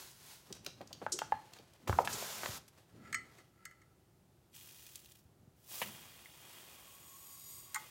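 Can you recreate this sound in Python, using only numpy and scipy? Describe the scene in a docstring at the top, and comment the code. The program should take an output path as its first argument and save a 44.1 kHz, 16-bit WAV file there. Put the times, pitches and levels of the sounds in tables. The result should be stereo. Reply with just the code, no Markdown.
"""Sugar pours from a steel measuring cup into a mixing bowl: a dribble, then a hiss of countless impacts.
Sliding grains drive the resonances of the emptying cup, which is knocked once at the end.
Before the pour, the last sugar runs into the cup from a paper bag that crackles and pops as it buckles;
the microphone is picked up with a rub and a few knocks, and the full cup clinks in its modes.
A small kitchen adds diffuse reflections and a faint steady noise."""
import sys
import numpy as np
from scipy import signal
from scipy.fft import rfft, irfft
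from scipy.io import wavfile

SR = 44100
rng = np.random.default_rng(int(sys.argv[2]) if len(sys.argv) > 2 else 0)


def unload_wav(signal):
    """Save mono or channel-first audio to the path in sys.argv[1] as 16-bit WAV at rate SR, clipped to [-1, 1]."""
    wavfile.write(
        sys.argv[1],
        SR,
        np.round(np.clip(np.atleast_2d(signal).T, -1, 1) * 32767).astype(np.int16),
    )


N = 348390
TIME = np.arange(N) / SR

# resonances of the mixing bowl: (frequency [Hz], bandwidth [Hz], level [dB])
BOWL_MODES = [(2050, 160, -7.5), (2520, 110, -.5), (2860, 130, 0), (3170, 70, 1.5), (3290, 90, .5),
              (3600, 150, -7), (4350, 250, -9)]


def sugar_pour():
    """Superposed impacts: a dense stream of grains hisses, drums on the bowl and slides over the cup."""
    # flow over the rim: (time [s], level [dB])
    rim_flow = [(5.56, -94.5), (5.68, -75.5), (5.715, -63), (5.9, -57), (6.3, -62.5), (6.57, -57.5),
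                (7.15, -66), (7.9, -70.5)]
    # last grains, shaken loose by the knock: (time [s], level [dB], rise [s], fall [s])
    shaken_loose = [(7.8, -61, 0.2, 0.8)]
    # bouncing grains: (frequency [Hz], spectral level [dB])
    spray_spectrum = [(1500, -22), (3500, -4.5), (5300, -1), (8000, -1.5), (11000, -1), (16000, 1.5)]
    # grains landing on the heap: (frequency [Hz], spectral level [dB])
    heap_spectrum = [(200, -1.5), (600, 1.5), (1100, 3.5), (1550, -2.5), (2100, 0), (3200, -4),
                     (4300, -11.5), (8000, -5)]
    # sliding, louder as steel is uncovered: (start [s], end [s], initial level [dB], rise [s], fall [s])
    slide_stroke = (6.88, 7.54, -64.5, .42, .6)
    flow = level(rim_flow) + swells(shaken_loose)
    slide = stroke(*slide_stroke, slope_db_per_s=17.5)
    bouncing = flow * bare_bowl(boost_db=16, muffle_s=.051)
    spray_gain = np.hypot(from_db(-.5) * bouncing, from_db(-3.5) * slide)
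    spray = spray_gain * coloured(grains(22000, 3.9) * flutter(90, 1), spray_spectrum)
    heap = from_db(-3) * coloured(grains(9000, 4.3), heap_spectrum)
    bowl = from_db(-4) * resonate(grains(9000, 3.3), BOWL_MODES)
    drumming = flow * bare_bowl(boost_db=7, muffle_s=.092) * (heap + bowl)
    return spray + drumming + cup_wall(slide)


def bare_bowl(boost_db, muffle_s, covered_s=5.83):
    """Cushioning: the extra gain of impacts on the bare bowl dies away once a heap covers it."""
    return from_db(boost_db * np.exp(-np.maximum(TIME - covered_s, 0) / muffle_s))


def cup_wall(slide):
    """Forced vibration: sliding grains drive the wall, whose lower modes are freed as the sugar leaves."""
    # upper wall resonances: (frequency [Hz], bandwidth [Hz], level [dB])
    upper_modes = [(6890, 80, 0), (7020, 80, -2), (8250, 65, 4), (8400, 80, -3), (10130, 180, -7),
                   (11580, 70, 1), (11830, 60, 2), (12200, 60, -2), (12350, 70, -2), (13000, 90, -8),
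                   (15050, 140, -6), (15650, 120, -3.5)]
    # lower wall resonances: (frequency [Hz], bandwidth [Hz], level [dB])
    lower_modes = [(2120, 20, -2), (3800, 18, 1), (4730, 30, 0), (4810, 25, 2), (5850, 18, -1)]
    force = grains(15000, 4.3) * flutter(14, 1)
    uncovered = np.interp(TIME, [7.15, 7.4], [0, 1])
    lower_ring = uncovered * from_db(-11.5) * resonate(force, lower_modes)
    rim_free = np.interp(TIME, [6.6, 6.85], [0, 1])
    rim_hum = rim_free * from_db(-70.5) * resonate(force, [(1110, 28, 0)])
    return slide * (resonate(force, upper_modes) + lower_ring) + rim_hum


def sugar_dribble():
    """Intermittent granular flow: a thin stream excites the bowl and breaks into spurts as it dwindles."""
    # the trickle: (start [s], end [s], initial level [dB], rise [s], fall [s])
    trickle_stroke = (4.548, 4.98, -57, .04, .75)
    # its impacts: (frequency [Hz], spectral level [dB])
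    impact_spectrum = [(700, -8), (1600, -8), (2300, -8.5), (3200, -5), (6000, -0.5), (10000, -2.5),
                       (16000, -0.5)]
    impacts = coloured(grains(9000, 3.9), impact_spectrum)
    bowl = from_db(-8) * resonate(grains(3500, 5.2), BOWL_MODES)
    shut_off = stroke(0, 5.19, 0, rise_s=1, fall_s=.13)
    flow = stroke(*trickle_stroke, slope_db_per_s=-7) * shut_off
    clumping_db = np.interp(TIME, [4.8, 5.15], [1.3, 3.2])
    return flow * (impacts + bowl) * flutter(170, clumping_db)


def sugar_lumps():
    """Inelastic impact: small lumps tick and crumble, and the bulk lands with a slap and a thud."""
    # lumps: (time [s], level [dB], centre [Hz], width [octaves])
    lumps = [(4.563, -56, 6500, 3.2), (4.866, -56, 6530, 2.5), (4.957, -46, 6500, 2.2),
             (5.059, -60.5, 3310, .6), (5.12, -59, 6430, 2.4), (6.258, -51.5, 1980, 0.27)]
    # the bulk lands: (time [s], level [dB])
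    landing = [(5.817, -36)]
    # slap and thud: (centre [Hz], width [octaves], gain [dB], chatter t60 [s], chatter [dB])
    landing_bands = [(182, 0.55, -7.5, 0.51, 3.5), (720, 1.24, 1, 0.031, 5), (2330, 0.89, 3, 0.069, 7)]
    crumble_t60_s, crumble_db = .022, 0
    lump_hits = [(*row, crumble_t60_s, crumble_db) for row in lumps]
    return blows(lump_hits + through(landing, landing_bands), leak_db=-10)


def steel_cup():
    """Modal vibration: the cup scrapes and clinks when full, and rings lower once nearly empty."""
    # the cup slips in the hand: (time [s], level [dB], rise [s], fall [s])
    slips = [(3.06, -59, 0.16, 0.47), (3.4, -74.5, .4, 0.092), (3.64, -69, 0.22, 0.57)]
    # touches: (time [s], level [dB], contact cut-off [Hz], chatter t60 [s], free ring [dB], crack [dB])
    touches = [(3.127, -36, 11000, .016, -8, -13), (3.1435, -28.5, 9500, .015, -1.5, -19),
               (3.383, -58, 8000, .02, 0, -10), (3.653, -43.5, 13000, .012, -8, -6),
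               (3.710, -56, 4000, .015, -5, -12), (3.816, -61, 6000, .015, -3, -12)]
    # a knock and its rebound: columns as in touches
    knock = [(7.7445, -34.5, 15300, 0.012, 8, -3.5), (7.7558, -33.5, 2200, 0.044, -18, -10.5)]
    # the full cup: (frequency [Hz], level [dB], t60 [s])
    full_modes = [(1280, -11, .1), (1338, -4.5, .2), (1700, -6, .08), (1888, -4, .15), (1952, -3, .1),
                  (2019, 0, .22), (2104, -1, .14), (3025, -13.5, .24), (3400, -24, .08), (4383, -15, .24),
                  (4750, -19, .08), (5254, -16, .14), (5825, -20, .15), (6520, -10, .07), (6725, -7.5, .13),
                  (7784, -10, .09), (8010, -9, .06), (8295, -9, .13), (10700, -20, .06)]
    # the nearly empty cup: (frequency [Hz], level [dB], t60 [s])
    empty_modes = [(866, -7, .22), (1108, -5, .2), (1268, -4, .2), (1504, -6, .1), (1933, -5, .08),
                   (2056, -3, .2), (2115, -2, .12), (4426, -10, .2), (6700, -5, .04), (7101, -1, .08),
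                   (7560, -1, .04), (8460, -3, .07), (9050, -6, .04)]
    # driven by friction: (frequency [Hz], bandwidth [Hz], level [dB])
    scrape_modes = [(1328, 69, 6), (1680, 50, -3), (1950, 136, -3), (4370, 83, -14), (6850, 190, -15.5)]
    scrape = swells(slips) * resonate(grains(1400, 2.5), scrape_modes)
    full = scrape + clinks(touches, full_modes, chatter_db=14, clack_t60=.03)
    empty = clinks(knock, empty_modes, chatter_db=14, clack_t60=.04)
    # the small wall radiates nothing below its first mode
    return high_pass(full, 1180, order=10) + high_pass(empty, 800, order=8)


def bag_outflow():
    """Shot noise: the impacts of the last grains leaving the bag merge into a hiss."""
    # outflow: (time [s], level [dB])
    flow = [(0.0, -51), (0.15, -63.5), (0.328, -54.5), (0.424, -68), (0.52, -68)]
    # its hiss: (frequency [Hz], spectral level [dB])
    hiss_spectrum = [(240, -14), (400, 0), (446, -10.5), (1040, -3.5), (1250, -10), (1440, -6),
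                     (2470, -7.5), (4380, -5), (15000, -10), (16000, -9)]
    return level(flow) * coloured(grains(20000, 2.8), hiss_spectrum)


def bag_crackle():
    """Buckling: creases release elastic energy in snaps, and the paper rustles as it moves and settles."""
    # creases snap: (time [s], level [dB], centre [Hz], width [octaves])
    creases = [(.113, -60, 6460, 1.2), (0.526, -42.5, 4600, 1.3), (0.552, -59, 4000, 3),
               (0.647, -54, 5400, 3.1), (0.6638, -38.5, 3430, 1.92), (.813, -55, 1680, 2.9),
               (.874, -56.5, 5660, 0.84), (.929, -44.5, 4470, 0.96), (1.189, -36.5, 2170, 3.3),
               (1.535, -52, 4270, 1.8), (1.587, -56.5, 3520, 0.96), (1.735, -64, 1480, 5.6)]
    # a faint, very high click added at each snap:
    # (centre [Hz], width [octaves], gain [dB], chatter t60 [s], chatter [dB])
    high_click_band = [(14300, .4, -13.5, .012, 2.5)]
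    # the bag is in the hand: (start [s], end [s], level [dB])
    held = (0.47, 1.8, -68.5)
    # paper and sleeve brush past: (time [s], level [dB], rise [s], fall [s])
    brushes = [(1.0, -67.5, .3, 1), (1.57, -62, .4, 0.13), (2.6, -72, .1, 0.56), (2.785, -64, .12, 0.15),
               (3.07, -70, .5, 0.55), (3.39, -65.5, .4, 0.14)]
    # rustling paper: (frequency [Hz], spectral level [dB])
    rustle_spectrum = [(300, 9.5), (800, 7.5), (1300, 3.5), (4000, -1), (8000, -6), (16000, -12)]
    settle_db, settle_s, crumple_t60_s, crumple_db = -22, .11, .016, 7
    settling = swells([(s, db + settle_db, .01, settle_s) for s, db, _, _ in creases])
    holding = stroke(*held, rise_s=.2, fall_s=.8)
    stirring = np.sqrt(holding ** 2 + settling ** 2 + swells(brushes) ** 2)
    rustle = stirring * coloured(grains(7000, 3) * flutter(60, 3.9), rustle_spectrum)
    snaps = [(*row, crumple_t60_s, crumple_db) for row in creases]
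    high_clicks = through([row[:2] for row in creases], high_click_band)
    return rustle + blows(snaps + high_clicks, leak_db=-20.5)


def bag_body():
    """Damped transients: the bag's panels pop, it bumps the cup and it drags along an edge."""
    # panels pop: (time [s], level [dB], centre [Hz])
    panels = [(0.505, -45, 292), (.666, -45.5, 370), (.808, -41.5, 377), (.908, -51, 450),
              (1.017, -39, 453), (1.593, -53.5, 340)]
    # each pop's puff of air: (centre [Hz], width [octaves], gain [dB], chatter t60 [s], chatter [dB])
    puff_band = [(150, 1.05, -8, .1, 1.7)]
    # bumps against the cup: (time [s], thud level [dB], ring level [dB])
    bumps = [(1.0647, -33, -42), (1.218, -35, -37.5), (1.3221, -32, -24)]
    # their thud: columns as in puff_band
    thud_bands = [(119.4, 1.3, -16.5, .15, 5.5), (742, 0.9, -0.5, 0.033, -10.5),
                  (1440, 0.48, -4.5, 0.018, -1.5)]
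    # ring of the sugar-damped cup: columns as in puff_band
    ring_bands = [(845, .18, 0, .02, -20), (865, .01, -23.5, .02, -20), (4210, .003, -38, .02, -20)]
    # the paper drags: (time [s], level [dB])
    drags = [(1.12, -30), (2.127, -37)]
    # its hiss and groan: columns as in puff_band
    drag_bands = [(6420, 0.83, 1, 0.074, 16.5), (376, .5, -9.5, 0.26, 11)]
    pop_octaves, crumple_t60_s, crumple_db = 1.6, .069, 5
    pops = [(*row, pop_octaves, crumple_t60_s, crumple_db) for row in panels]
    puffs = through([(s, db) for s, db, _ in panels], puff_band)
    thuds = through([(s, db) for s, db, _ in bumps], thud_bands)
    rings = through([(s, db) for s, _, db in bumps], ring_bands)
    return blows(pops + puffs + thuds + rings + through(drags, drag_bands), leak_db=-50)


def microphone_rub():
    """Friction noise: skin rubs the microphone's case, and the shifting grip rumbles through it."""
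    # fingers rub: (start [s], end [s], initial level [dB], rise [s])
    rubs = [(1.877, 1.882, -46, .004), (1.895, 2.021, -53.5, 0.023), (2.11, 2.575, -43.5, 0.1)]
    # skin on the case: (frequency [Hz], spectral level [dB])
    rub_spectrum = [(59, -33), (100, -11.5), (206, -1), (255, -18), (406, -1.5), (818, -2.5), (891, -2.5),
                    (950, -0.5), (1130, -3), (1360, -1), (1800, -6), (7140, -3.5), (8460, -8.5),
                    (15000, -9), (16000, -17)]
    # the grip shifts: (start [s], end [s], level [dB])
    shifts = [(0.504, 1.334, -65), (1.887, 2.115, -52), (2.435, 2.48, -58), (2.944, 3.17, -60),
              (5.241, 5.47, -72.5), (5.862, 5.957, -65)]
    # its rumble: (frequency [Hz], spectral level [dB])
    rumble_spectrum = [(40, -17), (80, -2), (160, 1.5), (300, -3), (500, -11.5), (900, -20.5)]
    rubbing = sum(stroke(*row, fall_s=.035, slope_db_per_s=-7.5) for row in rubs)
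    rub = rubbing * coloured(grains(25000, 2.2) * flutter(120, 1), rub_spectrum)
    shifting = sum(stroke(*row, rise_s=.11, fall_s=.35) for row in shifts)
    still_hand = from_db(-77)
    rumble = np.maximum(shifting, still_hand) * coloured(rng.standard_normal(N), rumble_spectrum)
    return rub + rumble


def microphone_knocks():
    """Structure-borne sound: impacts travel through the counter and the microphone's case."""
    # knocks: (time [s], level [dB], centre [Hz], width [octaves], chatter t60 [s], chatter [dB])
    knocks = [(1.874, -36.5, 580, 3, .05, 16), (1.896, -28.5, 560, 1.75, 0.015, -4.5),
              (1.9275, -32.5, 1200, 0.57, .011, -4), (1.9875, -18.5, 898, .62, 0.018, -1),
              (1.991, -29, 500, 1, .06, 9), (2.047, -40, 1820, 5.4, 0.063, 31),
              (2.075, -31, 1300, 1.9, 0.022, -2), (2.225, -41, 570, 1.3, .01, 2.5),
              (2.434, -35.5, 755, 2.3, 0.08, 1), (2.4597, -35.5, 1050, 2.3, 0.012, 5),
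              (2.679, -56.5, 4480, 3.1, .04, 19)]
    # deep thumps through the counter: (time [s], level [dB], centre [Hz])
    counter_thumps = [(1.892, -25, 80.6), (1.928, -35, 85.5), (2.49, -42, 94), (5.25, -54, 85),
                      (5.431, -55.5, 129.5), (5.475, -52, 129.4)]
    thump_octaves, shudder_t60_s, shudder_db = .95, .16, -10
    thumps = [(*row, thump_octaves, shudder_t60_s, shudder_db) for row in counter_thumps]
    return blows(knocks + thumps, leak_db=-41)


def kitchen_reverb(x, t60, top_hz):
    """Reverberation: diffuse reflections arrive a few milliseconds late and decay exponentially."""
    t = TIME[:SR]
    tail = rng.standard_normal(SR) * from_db(-60 * t / t60) * (t > .004)
    tail = signal.sosfilt(signal.butter(1, top_hz, fs=SR, output="sos"), tail)
    return signal.fftconvolve(x, unit_energy(tail))[:N]


def room_tone():
    """Stationary noise: the room's faint background, strongest in the bass."""
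    # background: (frequency [Hz], spectral level [dB])
    room_spectrum = [(18, -46), (30, -16), (124, -8), (210, -17), (239, -25), (355, -15.5), (415, -21),
                     (449, -26.5), (486, -23.5), (721, -25.5), (780, -24.5), (1070, -31), (1190, -29.5),
                     (1860, -35.5), (16000, -41)]
    return from_db(-68.5) * coloured(rng.standard_normal(N), room_spectrum)


def from_db(db):
    """Amplitude ratio of a level in decibels."""
    return 10 ** (np.asarray(db) / 20)


def rms_one(x):
    """Power normalisation: a steady sound at rms 1."""
    return x / np.sqrt(np.mean(x ** 2) + 1e-20)


def unit_energy(x):
    """Energy normalisation: a transient of energy 1."""
    return x / np.sqrt(np.sum(x ** 2) + 1e-20)


def level(rows):
    """Amplitude envelope through (time [s], level [dB]) points; silent outside them."""
    times, db = np.transpose(rows)
    return from_db(np.interp(TIME, times, db, left=-150, right=-150))


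def stroke(start, end, db, rise_s, fall_s, slope_db_per_s=0):
    """Exponential envelope: it rises 30 dB in rise_s, holds on a slope and falls 30 dB in fall_s."""
    gain = np.zeros(N)
    heard = (TIME > start - 2 * rise_s) & (TIME < end + 2 * fall_s)
    t = TIME[heard]
    outside = np.maximum(start - t, 0) / rise_s + np.maximum(t - end, 0) / fall_s
    held_db = db + slope_db_per_s * (np.clip(t, start, end) - start)
    gain[heard] = from_db(held_db - 30 * outside)
    return gain


def swells(rows):
    """Summed envelopes of brief gestures that rise and fall without a hold."""
    return sum(stroke(s, s, db, rise_s, fall_s) for s, db, rise_s, fall_s in rows)


def flutter(per_s, depth_db):
    """Random amplitude modulation: a gain that wanders through per_s values a second."""
    knots = rng.standard_normal(N // 8)
    return from_db(depth_db * np.interp(TIME * per_s, np.arange(len(knots)), knots))


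def grains(per_s, spread_db):
    """Shot noise: tiny impacts of uneven size at random moments; rms 1."""
    sizes = from_db(spread_db * np.minimum(rng.exponential(1, N), 5)) * rng.choice([-1, 1], N)
    return rms_one(sizes * (rng.random(N) < per_s / SR)) + 1e-18


def coloured(x, spectrum):
    """Spectral shaping by a smooth curve that falls 12 dB an octave beyond its ends; rms 1."""
    hz, db = np.transpose(spectrum)
    f = np.maximum(np.fft.rfftfreq(N, 1 / SR), 1)
    skirt = np.minimum(f / hz[0], 1) ** 2 * np.minimum(hz[-1] / f, 1) ** 2
    curve = from_db(np.interp(np.log(f), np.log(hz), db))
    return rms_one(irfft(rfft(x) * skirt * curve, N))


def resonate(x, resonances):
    """Forced response of parallel two-pole resonators; rms 1."""
    out = 0
    for hz, width, db in resonances:
        radius = np.exp(-np.pi * width / SR)
        feedback = [1, -2 * radius * np.cos(2 * np.pi * hz / SR), radius ** 2]
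        out = out + from_db(db) * (1 - radius ** 2) / 2 * signal.lfilter([1, 0, -1], feedback, x)
    return rms_one(out)


def high_pass(x, hz, order):
    """Attenuation below hz."""
    return signal.sosfilt(signal.butter(order, hz, "high", fs=SR, output="sos"), x)


def band_pass(x, edges_hz, order):
    """Attenuation outside a band."""
    return signal.sosfilt(signal.butter(order, edges_hz, "band", fs=SR, output="sos"), x)


def contact(t60, chatter_db):
    """Contact force: a unit impulse, then a decaying burst of chatter with relative energy chatter_db."""
    t = TIME[:SR // 3]
    burst = (1 - np.exp(-20 * t / t60)) * from_db(-60 * t / t60)
    force = from_db(chatter_db) * unit_energy(rng.standard_normal(len(t)) * burst)
    force[0] += 1
    return force


def add_impact(out, s, db, sound):
    """Superposition at time s; unit energy is scaled to that of 5 ms at an rms level of db."""
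    at = round(s * SR)
    out[at:at + len(sound)] += from_db(db) * np.sqrt(SR / 200) * sound[:N - at]


def through(events, bands):
    """Broadband excitation: rows for blows() in which every event sounds all the given bands."""
    return [(s, db + band_db, hz, octaves, t60, chatter_db)
            for s, db in events for hz, octaves, band_db, t60, chatter_db in bands]


def blows(rows, leak_db):
    """Source and filter: each contact sounds through one damped band, with a broad crack at leak_db."""
    out = np.zeros(N)
    for s, db, hz, octaves, t60, chatter_db in rows:
        force = contact(t60, chatter_db)
        edges_hz = np.clip([hz / 2 ** (octaves / 2), hz * 2 ** (octaves / 2)], 15, .45 * SR)
        body = unit_energy(band_pass(force, edges_hz, order=2))
        add_impact(out, s, db, body + from_db(leak_db) * unit_energy(force))
    return out


def clinks(rows, modes, chatter_db, clack_t60):
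    """Impulse response of struck steel: a bright crack, a quickly damped clack, then the free modes."""
    out, t = np.zeros(N), TIME[:SR // 3]
    for s, db, cut_hz, chatter_t60, free_db, crack_db in rows:
        force = unit_energy(contact(chatter_t60, chatter_db))
        ring = 0
        for hz, mode_db, t60 in modes:
            decay = from_db(-60 * t / clack_t60) + from_db(free_db - 60 * t / t60) / 2
            softness = 1 / np.sqrt(1 + (hz / cut_hz) ** 4)
            swell = 1 - np.exp(-t * hz / 3)   # a mode builds up as the wave circles the wall
            mode = signal.fftconvolve(force, swell * decay * np.sin(2 * np.pi * hz * t))[:len(t)]
            ring = ring + from_db(mode_db) * softness * unit_energy(mode)
        crack = unit_energy(band_pass(force, [2500, 13000], order=1))
        add_impact(out, s, db, unit_energy(ring) + from_db(crack_db) * crack)
    return out


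def scene():
    """Superposition of direct sound, reflections and room noise, the same in both ears."""
    paper = bag_outflow() + bag_crackle() + bag_body()
    hand = microphone_rub() + microphone_knocks()
    steel = steel_cup()
    sugar = sugar_dribble() + sugar_pour() + sugar_lumps()
    background = room_tone()
    # sharp snaps radiate all round the room; the low pops stay close
    radiated = (from_db(-19.5) * sugar + from_db(-17.5) * steel
                + from_db(-8) * high_pass(paper, 2600, order=1) + from_db(-14.5) * hand)
    mono = sugar + steel + paper + hand + kitchen_reverb(radiated, t60=.34, top_hz=7000) + background
    return np.array([mono, mono])


def record(dry):
    """Band limiting: the small microphone loses the deepest bass, and the top is cut steeply."""
    bass_hz, top_hz = 48, 15900
    thin = high_pass(dry, bass_hz, order=4)
    return signal.sosfilt(signal.ellip(12, .1, 80, top_hz, fs=SR, output="sos"), thin)


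dry = scene()
out = record(dry)
unload_wav(out)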